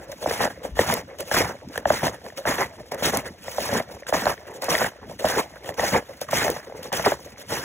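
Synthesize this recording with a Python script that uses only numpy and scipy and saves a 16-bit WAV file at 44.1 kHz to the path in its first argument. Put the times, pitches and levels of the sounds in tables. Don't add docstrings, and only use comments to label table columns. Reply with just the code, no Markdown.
import sys
import numpy as np
from scipy import signal
from scipy.fft import rfft, irfft
from scipy.io import wavfile
from scipy.ndimage import uniform_filter1d

SR = 44100
rng = np.random.default_rng(int(sys.argv[2]) if len(sys.argv) > 2 else 0)


def output_pcm(signal):
    pcm = np.clip(np.atleast_2d(signal).T, -1, 1) * 32767
    wavfile.write(sys.argv[1], SR, np.round(pcm).astype(np.int16))


N = 336924
STEP = 16

# start_s, rise_s, length_s, fizz_db, soft_crunch_db, hard_crunch_db, thud_db
PRESSES = [(0.25, 0.09, 0.19, -18.5, -42, -28.5, -68), (0.38, 0.058, 0.076, -19.5, -24.5, -23, -33.5),
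           (0.748, 0.069, 0.11, -18.5, -62, -28, -63), (0.845, 0.055, 0.15, -18, -26, -28, -38),
           (1.299, 0.081, 0.11, -11, -54, -21, -56), (1.411, 0.0035, 0.1, -29.5, -34, -32, -43.5),
           (1.85, 0.11, 0.16, -17.5, -53, -25, -44), (2.007, 0.054, 0.073, -20.5, -21, -30.5, -34),
           (2.455, 0.029, 0.21, -21.5, -33.5, -26, -44), (2.566, 0.041, 0.073, -23.5, -27, -25.5, -45),
           (3.019, 0.025, 0.083, -16.5, -29.5, -25.5, -31.5), (3.113, 0.031, 0.081, -23.5, -28.5, -31, -36),
           (3.553, 0.11, 0.21, -16, -29, -29.5, -42), (3.694, 0.07, 0.094, -18.5, -25.5, -22, -28.5),
           (4.127, 0.019, 0.19, -21.5, -51, -27.5, -49), (4.24, 0.094, 0.064, -17, -22, -19, -49),
           (4.684, 0.028, 0.2, -16.5, -27, -25, -60), (4.785, 0.036, 0.083, -23, -27.5, -24.5, -38),
           (5.222, 0.084, 0.14, -15.5, -29, -24, -63), (5.348, 0.069, 0.048, -16.5, -17.5, -21, -36),
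           (5.764, 0.11, 0.15, -14.5, -22.5, -24, -63), (5.909, 0.03, 0.066, -20.5, -22.5, -23, -33),
           (6.299, 0.087, 0.15, -11.5, -57, -19, -40), (6.415, 0.049, 0.1, -23.5, -22, -35.5, -42),
           (6.92, 0.015, 0.11, -21.5, -39, -28.5, -73), (7.037, 0.016, 0.1, -22, -36, -27, -70),
           (7.481, 0.05, 0.19, -20, -33.5, -28.5, -42)]
# pitch_hz, width_hz, relative_db
SOFT_CRUST = [(347, 150, -2.5), (533, 97, 4.5), (764, 204, -1.5)]
# pitch_hz, width_hz, relative_db
HARD_CRUST = [(1390, 1670, -1.5), (1843, 340, -2)]
SOFT_SAG, HARD_SAG = 100, 75.6
SOFT_REST_DB, HARD_REST_DB = -53.5, -67.5
CRACKLE_DB = 0.5


def crunch():
    drive = clumps(8, 3.5)
    fitful = clumps(20, 1.27)
    soft = contact(PRESSES, column=4, sag_db_per_s=SOFT_SAG, rest_db=SOFT_REST_DB) * fitful
    soft = soft + crumbling(t60=0.13)
    hard = contact(PRESSES + SCUFFS, column=5, sag_db_per_s=HARD_SAG, rest_db=HARD_REST_DB) * fitful
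    hard = hard + gain_of(-2.0) * crumbling(t60=0.03)
    small = gain_of(CRACKLE_DB) * np.sqrt(soft * hard) * crackles()
    soft_breaks = breaks(SOFT_CRUST, 700, 3.75, drive)
    hard_breaks = breaks(HARD_CRUST, 1100, 2.06, drive)
    return soft * soft_breaks + hard * hard_breaks + small


CRACKLES_PER_S, CRACKLE_HZ = 170, (430, 950)


def crackles():
    notes = np.geomspace(*CRACKLE_HZ, num=6)
    shapes = [knock(hz, 0.1, -9.5, turn) for hz, turn in zip(notes, rng.random(len(notes)))]
    per_note = CRACKLES_PER_S / len(notes)
    return evened(sum(signal.oaconvolve(clicks(per_note, 1.9), shape)[:N] for shape in shapes))


# start_s, level_db, pitch_hz, bright_db
CRACKS = [(0.226, -16, 530, -53), (0.2595, -5, 575, -39), (0.272, -16, 264, -31), (0.309, -13, 537, -17.5),
          (0.333, -18, 770, -36), (0.404, -8.5, 700, -25), (0.44, -15, 470, -16), (0.474, -13, 547, -42),
          (0.65, -17, 527, -45), (0.769, -19, 530, -32), (0.791, 1, 512, -6.5), (0.899, -7, 790, -18),
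          (0.924, -12, 635, -16), (1.195, -26, 510, -45), (1.3138, -8, 570, -11.5),
          (1.3437, -11.5, 640, -9), (1.367, -11, 930, -8), (1.402, -9.5, 480, -30), (1.417, -11, 535, -11),
          (1.508, -19.5, 497, -35), (1.758, -19.5, 530, -18.5), (1.777, -12, 473, -14),
          (1.8551, -1.5, 630, -11.5), (1.903, 0.5, 563, -12), (2.031, -7.5, 515, -21),
          (2.067, -14, 484, -18), (2.08, -15, 617, -14.5), (2.142, -25, 640, -38), (2.216, -36, 600, -42),
          (2.285, -29, 610, -57), (2.332, -38, 594, -50), (2.263, -26, 815, -28), (2.302, -58, 620, -30),
          (2.381, -45, 540, -35), (2.419, -45, 697, -38), (2.454, -11, 570, -15.5), (2.468, -19, 577, -32),
          (2.483, -14.5, 485, -21), (2.585, -15, 510, -19), (2.616, -20, 600, -18), (2.919, -13, 450, -34),
          (3.023, -10, 523, -30), (3.134, -11, 640, -25), (3.161, -11.5, 730, -34), (3.481, -16, 536, -23),
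          (3.582, -8, 570, -29), (3.691, -14, 564, -20), (3.728, -9.5, 550, -31), (3.799, -12, 606, -38),
          (3.966, -28, 517, -57), (4.067, -52, 507, -22.5), (4.092, -17, 507, -35),
          (4.1252, -2.5, 550, -19), (4.139, -7.5, 515, -13.5), (4.22, -18.5, 730, -21),
          (4.2555, -13, 726, -16.5), (4.2675, -1.5, 598, -15), (4.378, -40, 600, -30),
          (4.454, -34, 560, -37), (4.481, -35, 550, -33), (4.546, -49, 500, -50), (4.623, -17.5, 511, -38),
          (4.6835, -9, 596, -23), (4.717, -11.5, 694, -36), (4.7523, -35, 555, -5.5),
          (4.781, -41, 525, -13), (4.806, -14.5, 860, -23), (4.844, -16, 594, -11), (5.096, -24, 477, -50),
          (5.194, -24, 486, -59), (5.244, -3, 558, -42), (5.364, -18, 560, -31), (5.396, -13, 620, -28),
          (5.645, -28, 544, -32), (5.69, -14, 550, -22), (5.781, -14, 550, -31), (5.795, -6.5, 525, -12),
          (5.927, -12, 515, -26), (5.946, -7.5, 850, -14), (6.215, -15.5, 480, -46),
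          (6.287, -20, 1060, -26), (6.33, -4.5, 554, -34), (6.48, -10.5, 525, -16), (6.512, -29, 515, -28),
          (6.563, -15.5, 556, -31), (6.672, -36, 560, -39), (6.697, -25, 580, -53),
          (6.722, -21.5, 500, -55), (6.855, -22, 534, -51), (6.919, -15.5, 780, -24), (6.93, -12, 506, -37),
          (6.995, -12, 595, -18), (7.054, -17, 625, -17), (7.061, -3, 648, -14), (7.069, -7, 1000, -31),
          (7.119, -4.5, 534, -18), (7.495, -29, 533, -34), (7.519, -15.5, 556, -24)]


def cracks():
    out = np.zeros(N)
    for (s, db, hz, bright_db), turn in zip(CRACKS, rng.random(len(CRACKS))):
        add(out, s, knock(hz, db, bright_db, turn))
    return out


def knock(hz, db, bright_db, turn):
    t = np.arange(900) / SR
    sweep = hz * t + 1.564 * (1 - np.exp(-t / 0.00096))
    swell = (1 - np.exp(-(t / 0.0016) ** 2)) * np.exp(-(t / 0.0052) ** 2)
    body = np.sin(2 * np.pi * (sweep + turn)) * swell
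    edge_level = (1 - np.exp(-t * 3000)) * gain_of(bright_db + 1.5 - 60 * t / 0.012)
    edge = np.sin(2 * np.pi * (1550 + 400 * turn) * t) * edge_level
    tick_level = gain_of(bright_db - 7.0 - 60 * t / 0.0055)
    tick = np.sin(2 * np.pi * (2600 * t + 900 * t * turn)) * tick_level
    return gain_of(db - 6.0) * body / abs(body).max() + edge + tick


DEBRIS_DB, DEBRIS_SHARE = -18.5, 0.95


def crumbling(t60, share=DEBRIS_SHARE):
    out, t = np.zeros(N // STEP + 1), np.arange(0, .2, STEP / SR)
    for s, db, *_ in CRACKS:
        decay = gain_of(DEBRIS_DB + share * db - 60 * t / t60)
        add(out, s, decay * (1 - np.exp(-(t / 0.003) ** 2)), rate=SR / STEP)
    return per_sample(out) / np.sqrt(1 + (gain_of(-35.5) / grinding()) ** 2)


# pitch_hz, relative_db (per Hz)
FIZZ = [(800, -0.5), (2000, 3.5), (3500, 2), (6000, 2.5), (8000, -2), (11000, -3.5), (15000, -6.5),
        (20000, 5.5)]
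SPRAY_DB = -29


def fizz():
    grains = patchy(coloured(clicks(9000, 2.8) * clumps(6.0, 2.5), FIZZ))
    spray, t = np.zeros(N), np.arange(6000) / SR
    for s, _ in SNAPS:
        add(spray, s, gain_of(SPRAY_DB - 60 * t / 0.018) * (1 - np.exp(-t * 900)))
    return (grinding() + spray) * grains


FIZZ_SAG, FIZZ_REST_DB = 111.6, -59.5


def grinding():
    return contact(PRESSES + SCUFFS, column=3, sag_db_per_s=FIZZ_SAG, rest_db=FIZZ_REST_DB)


PATCHY_DB = 3


def patchy(x):
    z = signal.stft(x, nperseg=256)[2]
    across_pitch = uniform_filter1d(rng.standard_normal(z.shape), size=4, axis=0)
    patches = evened(uniform_filter1d(across_pitch, size=5, axis=1))
    return evened(signal.istft(z * gain_of(PATCHY_DB * patches), nperseg=256)[1][:N])


# pitch_hz, relative_db (per Hz)
THUD = [(25, -65), (50, -3.5), (130, 0.5), (260, -0.5), (400, -10.5), (900, -57)]
THUD_SAG, THUD_REST_DB = 40, -54.5


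def thud():
    lumps = coloured(rng.standard_normal(N) * clumps(12, 2.5), THUD)
    weight = contact(PRESSES, column=6, sag_db_per_s=THUD_SAG, rest_db=THUD_REST_DB)
    return (weight + gain_of(-5.5) * crumbling(t60=0.14, share=1.0)) * lumps


# start_s, level_db
SNAPS = [(0.116, -29), (0.271, -24), (0.9394, -0.5), (1.186, -37), (1.2061, -9.5), (1.281, -24),
         (1.323, -12), (1.34, -29), (1.686, -44), (1.755, -26), (1.777, -9), (2.3726, -22), (2.455, -38),
         (2.917, -35), (2.945, -18), (3.038, -9), (3.172, 0.5), (4.068, -33), (4.138, -20), (4.2555, -25),
         (4.621, -13), (4.6428, -6.5), (4.699, -28), (5.254, -14.5), (5.691, -19), (5.741, -36),
         (6.214, -11), (6.311, -12), (6.5017, -6), (6.83, -20.5), (6.928, -7), (7.054, -27)]
SNAP_LAG, SNAP_OWN = 13, .5


def snaps():
    out, t = np.zeros((2, N)), np.arange(400) / SR
    for (s, db), (both, *own) in zip(SNAPS, rng.standard_normal((len(SNAPS), 3, 400))):
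        level = gain_of(db - 11.0 - 60 * t / 0.0065) * (1 - np.exp(-t * 8000))
        for port in range(2):
            noise = np.sqrt(1 - SNAP_OWN) * both + np.sqrt(SNAP_OWN) * own[port]
            bright = noise - 0.7 * np.roll(noise, 2)
            add(out[port], s + port * SNAP_LAG / SR, level * bright)
    return out


# start_s, level_db, pitch_hz
PINGS = [(4.2548, -21, 4200), (5.2522, -22.5, 3100)]


def pings():
    out, t = np.zeros((2, N)), np.arange(200) / SR
    for s, db, hz in PINGS:
        chip = gain_of(db) * np.exp(-(t / 0.0007 - 2) ** 2) * np.sin(2 * np.pi * hz * t)
        for port in range(2):
            add(out[port], s + port * SNAP_LAG / SR, chip)
    return out


# start_s, rise_s, length_s, fizz_db, hollow_db, hard_crunch_db
SCUFFS = [(0, 0.0021, 0.087, -54.5, -40.5, -51.5), (0.071, 0.02, 0.038, -46, -37, -55),
          (0.115, 0.0046, 0.011, -38.5, -46, -68), (0.202, 0.021, 0.043, -32.5, -28.5, -69),
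          (0.489, 0.017, 0.02, -36.5, -49, -38.5), (0.628, 0.012, 0.021, -35, -26, -39),
          (1.179, 0.02, 0.027, -31, -25, -63), (1.242, 0.038, 0.047, -36.5, -35, -63),
          (1.08, 0.0082, 0.056, -74, -38, -50), (1.7, 0.064, 0.095, -34, -63, -41),
          (2.121, 0.016, 0.027, -42.5, -41, -47.5), (2.237, 0.006, 0.032, -45, -91, -56),
          (2.362, 0.015, 0.03, -33, -30.5, -62), (2.433, 0.008, 0.013, -52, -41, -53),
          (2.912, 0.0095, 0.0014, -31.5, -26, -31), (2.932, 0.0085, 0.014, -45, -25.5, -41),
          (2.973, 0.012, 0.077, -34.5, -32.5, -38.5), (3.238, 0.028, 0.028, -34, -32, -36.5),
          (3.426, 0.12, 0.2, -23.5, -30, -45), (3.905, 0.014, 0.016, -42, -38, -69),
          (4.066, 0.019, 0.028, -28, -43, -41), (4.458, 0.023, 0.019, -41.5, -33, -42),
          (4.533, 0.0082, 0.028, -41.5, -36, -69), (4.612, 0.019, 0.057, -30.5, -28, -37),
          (5.085, 0.015, 0.047, -43, -61, -69), (5.185, 0.013, 0.037, -33.5, -29.5, -57),
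          (5.625, 0.072, 0.076, -31.5, -26.5, -50), (6.08, 0.013, 0.014, -44.5, -32.5, -46),
          (6.202, 0.017, 0.029, -30.5, -45, -68), (6.28, 0.0089, 0.004, -39, -56, -36),
          (6.535, 0.043, 0.004, -21, -46, -23.5), (6.748, 0.016, 0.044, -42, -37, -51),
          (6.823, 0.0086, 0.044, -36, -37.5, -76), (7.24, 0.018, 0.019, -39.5, -39, -75),
          (7.364, 0.047, 0.054, -34, -40.5, -54)]
# pitch_hz, width_hz, relative_db
HOLLOW = [(546, 64, 7.5), (370, 170, -7), (774, 380, -4.5)]


def scuffs():
    level = contact(SCUFFS, column=4, sag_db_per_s=SOFT_SAG, rest_db=-79)
    rounded = uniform_filter1d(level, size=600, origin=250)
    return rounded * breaks(HOLLOW, 2500, 3.9, clumps(10.0, 1.5), wander=0.037)


CRUMBS_PER_S, CRUMBS_DB = 30, -51.5


def crumbs():
    return gain_of(CRUMBS_DB) * breaks(HARD_CRUST + HOLLOW[:1], CRUMBS_PER_S, 2.2, clumps(44, 10.0))


# center_s, width_s, level_db, pitch_hz
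BUMPS = [(0.733, 0.014, -26, 58), (0.769, 0.02, -30, 61), (0.813, 0.015, -30, 95)]


def bump():
    out, t = np.zeros(N), np.arange(N) / SR
    for s, width, db, hz in BUMPS:
        out += gain_of(db) * np.exp(-((t - s) / width) ** 2) * np.cos(2 * np.pi * hz * (t - s))
    return out


# pitch_hz, relative_db (per Hz)
AIR = [(30, -29), (55, 20.5), (100, 14.5), (500, -34), (2000, -2.5), (6000, -5.5), (16000, -63)]
AIR_DB = -55.5


def still_air():
    return gain_of(AIR_DB) * coloured(rng.standard_normal(N), AIR)


RISE_SHAPE = 1.24
LIFT_DB_PER_S = 616
SETTLE_DB, SETTLE_DB_PER_S = -28, 45


def contact(rows, column, sag_db_per_s, rest_db):
    power, t = np.zeros(N // STEP + 1), np.arange(0, .5, STEP / SR)
    for row in rows:
        s, rise, length = row[:3]
        after = np.maximum(t - length, 0)
        lift = gain_of(-LIFT_DB_PER_S * after) + gain_of(SETTLE_DB - SETTLE_DB_PER_S * after)
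        loading = np.minimum(t / max(rise, .002), 1) ** RISE_SHAPE
        held = loading * gain_of(-sag_db_per_s * np.minimum(t, length))
        add(power, max(s, 0), (gain_of(row[column]) * held * lift) ** 2, rate=SR / STEP)
    return per_sample(np.sqrt(power)) + gain_of(rest_db) * clumps(26.5, 9.25)


WANDER, WANDER_MS = 0.15, 24.2


def breaks(modes, per_s, spread_db, drive, wander=WANDER):
    out = np.zeros(N)
    for hz, width, db in modes:
        turn = np.exp(2j * np.pi * np.cumsum(hz * (1 + wander * sway(WANDER_MS))) / SR)
        poles = np.exp(-np.pi * np.array([width, width + 480]) / SR)
        strikes = clicks(per_s, spread_db) * drive
        ringing = turn * signal.lfilter([1], np.poly(poles), strikes / turn)
        out += gain_of(db) * evened(ringing.imag)
    return evened(out)


def clicks(per_s, spread_db):
    chance, coin = rng.random((2, N))
    hit, out = chance < per_s / SR, np.zeros(N)
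    size = np.minimum(-np.log(chance[hit] * SR / per_s), 4.0)
    out[hit] = gain_of(spread_db * size) * np.sign(coin[hit] - .5)
    return out


def clumps(ms, depth_db):
    return gain_of(depth_db * sway(ms))


def sway(ms):
    size = max(round(ms * SR / 1000 / STEP), 2)
    slow = evened(uniform_filter1d(uniform_filter1d(rng.standard_normal(N // STEP + 1), size), size))
    return per_sample(1.5 * np.tanh(slow / 1.5))


def per_sample(points):
    return np.interp(np.arange(N) / STEP, np.arange(len(points)), points)


def gain_of(db):
    return 10 ** (np.asarray(db) / 20)


def evened(x):
    return x / np.sqrt(np.mean(x ** 2) + 1e-20)


def coloured(x, points):
    f, db = np.transpose(points)
    hz = np.fft.rfftfreq(len(x), 1 / SR)
    return evened(irfft(rfft(x) * gain_of(np.interp(np.log(hz + 1), np.log(f), db)), len(x)))


def add(mix, s, sound, rate=SR):
    part = mix[round(s * rate):][:len(sound)]
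    part += sound[:len(part)]


def trail():
    underfoot = crunch() + cracks() + fizz() + thud() + scuffs() + crumbs()
    return underfoot + bump() + still_air()


# pitch_hz, right_lag_radians, left_over_right_db, likeness
PORTS = [(0, 0, .3, .9), (150, .03, .6, .99), (400, .2, .4, .985), (800, .7, .5, .95), (1200, 1.2, -3, .8),
         (1500, -.5, -4.5, .6), (1900, .2, 0, .96), (2400, 1.3, 0, .97), (3300, 1.7, 0, .97),
         (4650, np.pi, 0, .995), (17400, 7 * np.pi, 0, .995)]


def ports(first, second):
    hz = np.fft.rfftfreq(N, 1 / SR)
    f, *columns = np.transpose(PORTS)
    lag, lean_db, same = (np.interp(hz, f, c) for c in columns)
    same = np.clip(same - 0.12 * np.sin(lag) ** 2 * (hz > 2000), 0, 1)
    lag = lag - 0.36 * np.sin(2 * lag) * (hz > 3800)
    shared = np.sqrt((1 + same) / 2) * rfft(first)
    opposed = np.sqrt((1 - same) / 2) * rfft(second)
    left = (shared + opposed) * gain_of(lean_db / 2)
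    right = (shared - opposed) * gain_of(-lean_db / 2) * np.exp(-1j * lag)
    return irfft(np.array([left, right]), N)


def scene():
    return ports(trail(), trail()) + snaps() + pings()


EDGE_HZ = 15750


def record(dry):
    bass_cut = 1 / np.sqrt(1 + (53 / (np.fft.rfftfreq(N, 1 / SR) + 1)) ** 6)
    pair = irfft(rfft(dry) * bass_cut, N)
    low_pass = signal.firwin(511, EDGE_HZ, window=("kaiser", 9), fs=SR)
    return signal.oaconvolve(pair, low_pass[None], "same")


dry = scene()
out = record(dry)
output_pcm(out)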